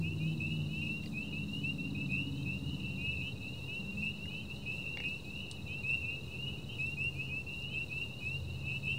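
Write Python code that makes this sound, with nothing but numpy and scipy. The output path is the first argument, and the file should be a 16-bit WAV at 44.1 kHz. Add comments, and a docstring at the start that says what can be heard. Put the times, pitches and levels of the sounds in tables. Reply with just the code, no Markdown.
"""Tree frogs whistle rising peeps from their vocal sacs in a night meadow: near ones clear, a far crowd
blurred by the wood. One cricket trills with its wings over fainter ones. Behind them a distant engine
drones over tyre roar. A cat's paws ring a trough, small things snap, and the microphone hisses."""
import sys
import numpy as np
from scipy import signal
from scipy.fft import rfft, irfft
from scipy.io import wavfile
from scipy.ndimage import map_coordinates

SR = 44100
rng = np.random.default_rng(int(sys.argv[2]) if len(sys.argv) > 2 else 0)


def store_pcm(level_fs):
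    """Save levels as 16-bit WAV."""
    pcm = np.round(np.clip(level_fs, -1, 1) * 32767).astype(np.int16)
    wavfile.write(sys.argv[1], SR, np.atleast_2d(pcm).T)


N = 396018


def amp(db):
    """Gain of a level in dB."""
    return 10 ** (np.asarray(db) / 20)


def unit(x):
    """Scaled to rms 1."""
    return x / np.sqrt(np.mean(x ** 2) + 1e-20)


def wobble(rate_hz):
    """Smooth random curve, rate_hz knots a second."""
    knots = rng.standard_normal(int(N * rate_hz / SR) + 4)
    return map_coordinates(knots, [np.arange(N) * rate_hz / SR])


def noise(spectrum):
    """Noise of rms 1, coloured by (frequency [Hz], level [dB]) points."""
    hz, db = np.transpose(spectrum)
    grid_hz = np.fft.rfftfreq(N, 1 / SR)
    gain = amp(np.interp(np.log(grid_hz + 1), np.log(hz + 1), db))
    return unit(irfft(rfft(rng.standard_normal(N)) * gain, N))


def add(track, time_s, sound):
    """Mixes a sound into a track."""
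    part = track[max(round(time_s * SR), 0):][:len(sound)]
    part += sound[:len(part)]


def glide(length_s, start_hz, end_hz, bend, attack_s, release_s):
    """Progress (0-1), frequency, phase and envelope of a note whose pitch moves fastest at first."""
    t = np.arange(round(length_s * SR)) / SR
    progress = t / length_s
    hz = start_hz + (end_hz - start_hz) * (progress + bend * progress * (1 - progress))
    phase = 2 * np.pi * (np.cumsum(hz) / SR + rng.random())
    edge = np.clip(np.minimum(t / attack_s, (length_s - t) / release_s), 0, 1)
    return progress, hz, phase, np.sin(np.pi / 2 * edge) ** 2


def wood_echo(x, t60_s, gap_s):
    """Trees scatter the sound into a decaying tail after a gap."""
    t = np.arange(SR) / SR
    tail = rng.standard_normal(SR) * amp(-60 * t / t60_s) * (t > gap_s)
    return signal.fftconvolve(x, tail / np.linalg.norm(tail))[:N]


# Tyre roar level: (time [s], relative level [dB])
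ROAD_LEVEL = [(0, -45), (3.6, -44.5), (6.2, -44.5), (6.75, -44.5), (8.05, -44), (8.98, -44.5)]
# Tyre roar spectrum: (frequency [Hz], relative density [dB])
ROAD_SPECTRUM = [(12, -27), (25, -13.5), (38, -24), (70, -4), (135, -4.5), (170, -10.5), (240, -14),
                 (420, -17.5), (540, -22), (700, -28.5), (900, -28.5), (1250, -34), (1650, -41),
                 (2300, -42), (3000, -33.5), (5000, -120)]


def road():
    """Tyres make a dull, nearly steady roar."""
    level_db = np.interp(np.arange(N) / SR, *np.transpose(ROAD_LEVEL)) - 3 + 0.2 * wobble(3.045)
    return amp(level_db) * noise(ROAD_SPECTRUM)


# Engine run: (time [s], cycle rate [Hz], drone [dB], buzz [dB], whine [dB])
ENGINE_RUN = [(0, 19.8, -38.5, -53.5, -54.5), (0.349, 19.5, -44.5, -51, -54), (.8, 18.9, -43.5, -50, -60),
              (1.15, 18, -51, -50, -57.5), (1.4, 17.4, -50, -46.5, -54.5), (2.278, 17, -44.5, -48, -52),
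              (2.9, 16.9, -45, -47.5, -55), (3.2, 16.2, -45, -54, -60), (3.7, 16.2, -54.5, -58, -61.5),
              (3.9, 17.4, -65, -50.5, -73), (4.4, 17.2, -58, -55, -65), (5.3, 16.8, -59.5, -57.5, -66),
              (5.6, 17.2, -51, -59.5, -68.5), (6.15, 16.9, -49.5, -66, -83), (6.45, 17.1, -57, -60, -64),
              (6.85, 17.2, -47, -58, -72), (7.6, 16.9, -50.5, -66, -70), (8.05, 16.8, -58.5, -63, -77),
              (8.3, 17.1, -45.5, -66, -80), (8.98, 17.2, -47, -54.5, -82)]
# Low, middle and top harmonics: (cycle multiple, relative level [dB])
DRONE_HARMONICS = [(5, -7), (6, -14), (7, -11), (8, 0)]
BUZZ_HARMONICS = [(9, -2), (10, -7), (11, -1), (12, -1), (13, -13)]
WHINE_HARMONICS = [(15, -5), (16, 0), (17, -3), (19, -11)]


def engine():
    """Harmonics of the engine cycle drift together in pitch and flutter one by one in the air."""
    out, t = np.zeros(N), np.arange(N) / SR
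    times_s, cycle_hz, *bands_db = np.transpose(ENGINE_RUN)
    phase = 2 * np.pi * np.cumsum(np.interp(t, times_s, cycle_hz)) / SR
    for harmonics, band_db in zip((DRONE_HARMONICS, BUZZ_HARMONICS, WHINE_HARMONICS), bands_db):
        for k, db in harmonics:
            flutter_db = 1.5 * wobble(2) + 3 * wobble(11)
            gain = amp(np.interp(t, times_s, band_db) + db + 3 + flutter_db)
            out += gain * np.sin(k * phase + 2 * np.pi * rng.random() + 0.75 * wobble(10))
    return out


# Paws leaving the rim: (time [s], level [dB])
PAW_KNOCKS = [(4.972, -35), (5.002, -39), (5.038, -48)]
# Trough modes: (frequency [Hz], relative level [dB], t60 [s])
TROUGH_MODES = [(493, -6, 0.04), (774, -11, 0.027), (1880, -2.5, 0.027), (2220, 6.5, 0.013),
                (3500, -6, 0.016), (4550, -7, 0.01), (5350, -7, 0.01), (5900, -11, 0.011)]


def trough_knocks():
    """A cat's paws ring the trough's modes, in a different balance each knock."""
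    out, t = np.zeros(N), np.arange(SR // 20) / SR
    attack = 1 - np.exp(-t / 0.00051)
    for time_s, db in PAW_KNOCKS:
        ring = sum(amp(mode_db + rng.normal(0, 2) - 60 * t / t60_s) * np.sin(2 * np.pi * hz * t)
                   for hz, mode_db, t60_s in TROUGH_MODES)
        add(out, time_s, amp(db) * attack * ring)
    return out


# Snaps in the grass and at the trough: (time [s], relative level [dB], low edge [Hz], high edge [Hz])
SNAP_BURSTS = [(1.0354, -50, 1910, 3300), (1.0356, -58, 4300, 5300), (1.0586, -46, 4150, 5160),
               (1.059, -49.5, 1900, 3000), (4.2545, -51, 1620, 2620), (4.2558, -60, 3800, 6500),
               (5.083, -53, 3495, 5470), (5.512, -41, 2940, 4950), (5.5122, -42, 6040, 9100),
               (7.6227, -53, 4200, 5800)]


def snaps(t60_s=0.013):
    """Each small snap is a few ms of band-limited noise."""
    out, t = np.zeros(N), np.arange(SR // 20) / SR
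    envelope = amp(-60 * t / t60_s) * (1 - np.exp(-t / 0.00055))
    for time_s, db, low_hz, high_hz in SNAP_BURSTS:
        band = signal.butter(3, [low_hz, high_hz], "band", fs=SR, output="sos")
        burst = signal.sosfilt(band, rng.standard_normal(len(t)) * envelope)
        add(out, time_s, amp(db - 15.5) * unit(burst))
    return out


def wing_strokes(times_s, levels_db, start_hz, end_hz, spread_hz):
    """Each stroke rings a note that falls as the scraper slows; harder strokes start higher."""
    wing_hz, width_hz, resonance_db = 3830, 150, 4
    out, mean_db = np.zeros(N), np.mean(levels_db)
    for time_s, db, shift in zip(times_s, levels_db, rng.standard_normal(len(times_s))):
        top_hz = start_hz + spread_hz * shift + 25 * (db - mean_db)
        progress, hz, phase, envelope = glide(0.01555, top_hz, end_hz,
                                              bend=0.2, attack_s=0.0022, release_s=0.006)
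        ring_db = resonance_db * (np.exp(-((hz - wing_hz) / width_hz) ** 2) - 0.5)
        add(out, time_s - 0.0015, amp(db + ring_db - 6.3 * progress) * envelope * np.sin(phase))
    return out


def far_crickets(strokes=900):
    """Distant wing strokes at random times merge into a grainy band."""
    when, level = rng.random((strokes, 2)).T
    return wing_strokes(when * N / SR, -68 + 8 * level, start_hz=4265, end_hz=3967, spread_hz=198)


# Two trills, one list each: (time [s], strokes so far)
TRILL_STROKES = [
    [(.1813, 0), (.4677, 6), (.7615, 12), (1.177, 20), (1.6919, 30), (2.2122, 40), (2.745, 50),
     (3.0139, 55), (3.2703, 60), (4.1124, 76), (4.2346, 78), (4.3453, 80), (4.4546, 82), (4.8781, 90),
     (5.4054, 100), (5.9442, 110), (6.5838, 122), (6.9165, 128)],
    [(7.4883, 0), (7.7826, 6), (7.9842, 10), (8.3433, 17), (8.6591, 23), (8.9295, 28)],
]
# Stroke strength: (time [s], level [dB])
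STROKE_LEVEL = [(.18, -51.5), (1.2, -53), (2.2, -50), (3.6, -49.5), (4.2, -52), (5.4, -50), (6.9, -53.5),
                (7.5, -52), (8.9, -52)]


def near_cricket(jitter_s=0.0012, scatter_db=1.5):
    """Two trills of slightly uneven wing strokes, each starting fast and settling."""
    trills_s = []
    for trill in TRILL_STROKES:
        knots_s, counts = np.transpose(trill)
        trills_s.append(np.interp(np.arange(counts[-1] + 1), counts, knots_s))
    times_s = np.concatenate(trills_s)
    late, hard = rng.standard_normal((len(times_s), 2)).T
    levels_db = np.interp(times_s, *np.transpose(STROKE_LEVEL)) + scatter_db * hard
    return wing_strokes(times_s + jitter_s * late, levels_db, start_hz=4075, end_hz=3632, spread_hz=40)


# Swell of a peep: (progress [0-1], relative level [dB])
SWELL_SHAPE = [(0, -4.5), (.17, -1), (.5, -0.5), (.83, -3), (1, -8.5)]
# Vocal sac radiation, weak on low notes: (frequency [Hz], gain [dB])
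SAC_RESPONSE = [(2400, -9), (2550, 0), (2650, 0), (2900, 0), (3150, 1)]
# Overtones of a -40 dB peep: (pitch multiple, relative level [dB])
PEEP_OVERTONES = [(2, -33.5), (3, -35), (4, -40)]


def peeps(rows, waver_db=1.2):
    """The vocal sac radiates rising, nearly pure whistles that swell in and flutter in strength."""
    fundamental, overtones = np.zeros(N), np.zeros(N)
    knots, swell_db = np.transpose(SWELL_SHAPE)
    wavers = rng.standard_normal((len(rows), len(knots)))
    for (time_s, length_s, start_hz, end_hz, level_db), waver in zip(rows, wavers):
        progress, hz, phase, envelope = glide(length_s, start_hz, end_hz,
                                              bend=1 / 3, attack_s=0.015, release_s=0.02)
        shape_db = np.interp(progress, knots, swell_db + waver_db * waver)
        sac_db = np.interp(hz, *np.transpose(SAC_RESPONSE))
        envelope *= amp(level_db + shape_db + sac_db + 4.5)
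        onset_s = time_s - 0.005  # soft lead-in
        add(fundamental, onset_s, envelope * np.sin(phase))
        air_gain = amp((level_db + 40) / 4)  # fainter frogs are farther: air absorbs their treble
        treble = sum(amp(db) * np.sin(k * phase) for k, db in PEEP_OVERTONES)
        add(overtones, onset_s, air_gain * envelope * treble)
    # Short waves scatter more in moving air.
    return fundamental * amp(2.3 * wobble(60)) + overtones * (0.6 + 0.8 * wobble(220))


def far_frogs(count=310):
    """A crowd peeps at random times, pitches and distances, blurred by the trees."""
    when, size, pitch, rise, level = rng.random((count, 5)).T
    start_hz = 2470 + 300 * pitch ** 1.3
    length_s = 0.094 + 0.055 * size
    end_hz = start_hz + (1700 + 700 * rise) * length_s
    crowd = peeps(np.transpose([when * N / SR, length_s, start_hz, end_hz, -66.5 + 9 * level]))
    return crowd + amp(-4.5) * wood_echo(crowd, t60_s=1.0, gap_s=0.0031)


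# Near frog calls: (time [s], length [s], start pitch [Hz], end pitch [Hz], relative level [dB])
NEAR_PEEPS = [(.015, .088, 2600, 2960, -50), (.02, 0.14, 2430, 2785, -47), (.175, 0.18, 2700, 2980, -52.5),
              (.195, 0.14, 2390, 2690, -48), (.264, 0.082, 2960, 3100, -59), (.359, 0.15, 2580, 2690, -58),
              (.399, .11, 2517, 2717, -42), (.399, 0.19, 2615, 2944, -48), (.464, 0.12, 2530, 2700, -52.5),
              (.683, 0.17, 2860, 3070, -60), (.69, 0.062, 2520, 2600, -54), (.728, 0.19, 2587, 2886, -44),
              (.813, 0.2, 2508, 2810, -43.5), (.853, 0.067, 2510, 2660, -46),
              (.988, 0.11, 2625, 2863, -52.5), (1.132, 0.13, 2414, 2730, -41.5),
              (1.182, 0.13, 2600, 2880, -48.5), (1.212, 0.082, 2900, 3150, -58),
              (1.282, 0.1, 2840, 2896, -53.5), (1.327, 0.13, 2516, 2766, -42),
              (1.347, 0.12, 2720, 2980, -55), (1.472, 0.2, 2664, 3020, -51),
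              (1.532, 0.058, 2730, 2840, -47), (1.631, 0.11, 2550, 2854, -40.5),
              (1.781, .13, 2665, 2803, -45), (1.946, 0.14, 2500, 2714, -44), (2.085, 0.17, 2466, 2757, -41),
              (2.1, 0.22, 2610, 2930, -44.5), (2.115, 0.09, 2470, 2594, -45),
              (2.325, 0.12, 2870, 3150, -58.5), (2.375, 0.22, 2580, 2880, -54.5),
              (2.454, .15, 2510, 2833, -43.5), (2.504, .074, 2540, 2630, -50.5),
              (2.629, 0.16, 2800, 2960, -52), (2.674, 0.081, 2690, 2920, -54),
              (2.759, 0.11, 2700, 2940, -55.5), (2.829, 0.14, 2630, 2786, -47),
              (2.948, 0.21, 2675, 2914, -47.5), (2.978, 0.21, 2437, 2730, -42.5),
              (3.123, 0.21, 2472, 3005, -48), (3.168, 0.068, 2560, 2650, -44.5),
              (3.198, .15, 2460, 2776, -45), (3.213, 0.12, 2860, 3170, -57), (3.403, .2, 2570, 2916, -48.5),
              (3.432, 0.079, 2530, 2710, -45.5), (3.602, 0.2, 2630, 3030, -51.5),
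              (3.682, 0.16, 2530, 2820, -44), (3.821, 0.14, 2644, 2797, -44.5),
              (3.966, .17, 2616, 2864, -44), (4.016, 0.11, 2500, 2750, -40.5),
              (4.18, 0.19, 2595, 3020, -48.5), (4.295, .14, 2460, 2773, -45.5), (4.3, 0.1, 2580, 2780, -56),
              (4.33, 0.12, 2820, 3140, -53), (4.495, 0.098, 2558, 2820, -54),
              (4.495, 0.15, 2697, 3042, -55), (4.654, 0.18, 2490, 2843, -43),
              (4.694, 0.26, 2526, 2826, -44.5), (4.819, .11, 2615, 2802, -48),
              (4.849, 0.23, 2585, 2923, -45.5), (4.999, 0.15, 2618, 2900, -43.5),
              (5.024, 0.17, 2452, 2744, -39), (5.238, 0.088, 2500, 2610, -56),
              (5.288, 0.18, 2570, 2990, -47), (5.318, 0.12, 2550, 2875, -50),
              (5.383, 0.096, 2590, 2830, -51.5), (5.418, 0.17, 2770, 2950, -53.5),
              (5.542, 0.097, 2690, 2910, -60), (5.662, 0.045, 2538, 2850, -51),
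              (5.677, 0.092, 2940, 3130, -56), (5.677, .16, 2425, 2810, -43.5),
              (5.832, .15, 2475, 2817, -36.5), (5.882, 0.035, 2730, 2870, -50),
              (5.892, 0.15, 2520, 2775, -40), (6.016, 0.16, 2553, 2860, -43.5),
              (6.041, 0.18, 2427, 2690, -46), (6.301, 0.24, 2558, 2974, -45),
              (6.331, 0.081, 2460, 2600, -54), (6.475, .14, 2670, 2950, -53.5), (6.49, .1, 2540, 2800, -54),
              (6.66, 0.1, 2860, 3180, -54), (6.685, 0.11, 2710, 2960, -50),
              (6.785, 0.18, 2503, 2814, -37.5), (6.969, 0.15, 2474, 2830, -37.5),
              (7.0, 0.094, 2750, 2850, -47), (7.149, .13, 2370, 2730, -46), (7.204, 0.13, 2720, 2870, -52),
              (7.288, 0.15, 2443, 2735, -42), (7.463, 0.12, 2680, 2860, -47.5),
              (7.488, 0.23, 2580, 2926, -46.5), (7.613, 0.066, 2590, 2800, -49),
              (7.693, 0.15, 2520, 2910, -49), (7.702, 0.069, 2930, 3130, -49),
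              (7.732, 0.13, 2504, 2780, -39.5), (7.892, 0.19, 2471, 2845, -41.5),
              (7.92, 0.035, 2665, 2690, -42), (7.957, 0.091, 2820, 3020, -56),
              (7.962, 0.088, 2670, 2660, -47), (8.087, 0.16, 2594, 2970, -53),
              (8.201, 0.063, 2464, 2650, -49), (8.222, 0.17, 2440, 2827, -38.5),
              (8.471, .1, 2650, 2848, -53.5), (8.595, 0.052, 2685, 2840, -54.5),
              (8.63, 0.14, 2524, 2800, -46), (8.68, 0.12, 2470, 2710, -41.5),
              (8.735, .059, 2830, 2950, -51), (8.83, .18, 2577, 2844, -41.5),
              (8.85, 0.11, 2860, 3140, -50.5), (8.85, .13, 2527, 2723, -41.5),
              (8.855, .07, 2460, 2640, -45), (8.9, 0.052, 2820, 2970, -54)]


def near_frogs():
    """Close frogs whistle clear, overlapping peeps."""
    return peeps(NEAR_PEEPS)


def scene():
    """Callers, knocks and snaps echo in the wood over distant traffic; mono."""
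    frogs, cricket = near_frogs(), near_cricket()
    echo = amp(-17) * wood_echo(frogs, t60_s=0.36, gap_s=0.0089)
    echo += amp(-4.5) * wood_echo(cricket, t60_s=0.66, gap_s=0.019)
    ticks = trough_knocks() + snaps()
    echo += amp(-6.5) * wood_echo(ticks, t60_s=0.083, gap_s=0.00067)
    background = far_frogs() + far_crickets() + road() + engine()
    return (background + ticks + cricket + frogs + echo)[None]


# Microphone hiss: (frequency [Hz], relative density [dB])
HISS_SPECTRUM = [(1910, -30), (3250, -10.5), (3520, -6.5), (3940, -1.5), (4130, -2), (4780, -9),
                 (5290, -6.5), (6000, -9.5), (8000, -10.5), (10800, -15), (12000, -20.5), (15200, -13),
                 (16000, -16)]


def record(dry):
    """The microphone adds hiss and limits the band; the converter adds a standing offset."""
    top_hz, dc_offset = 15750, -0.0025
    hiss = amp(-63.5 + 0.75 * wobble(13)) * noise(HISS_SPECTRUM)
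    passband = np.fft.rfftfreq(N, 1 / SR) < top_hz
    return irfft(rfft(dry + hiss) * passband, N) + dc_offset


dry = scene()
out = record(dry)
store_pcm(out)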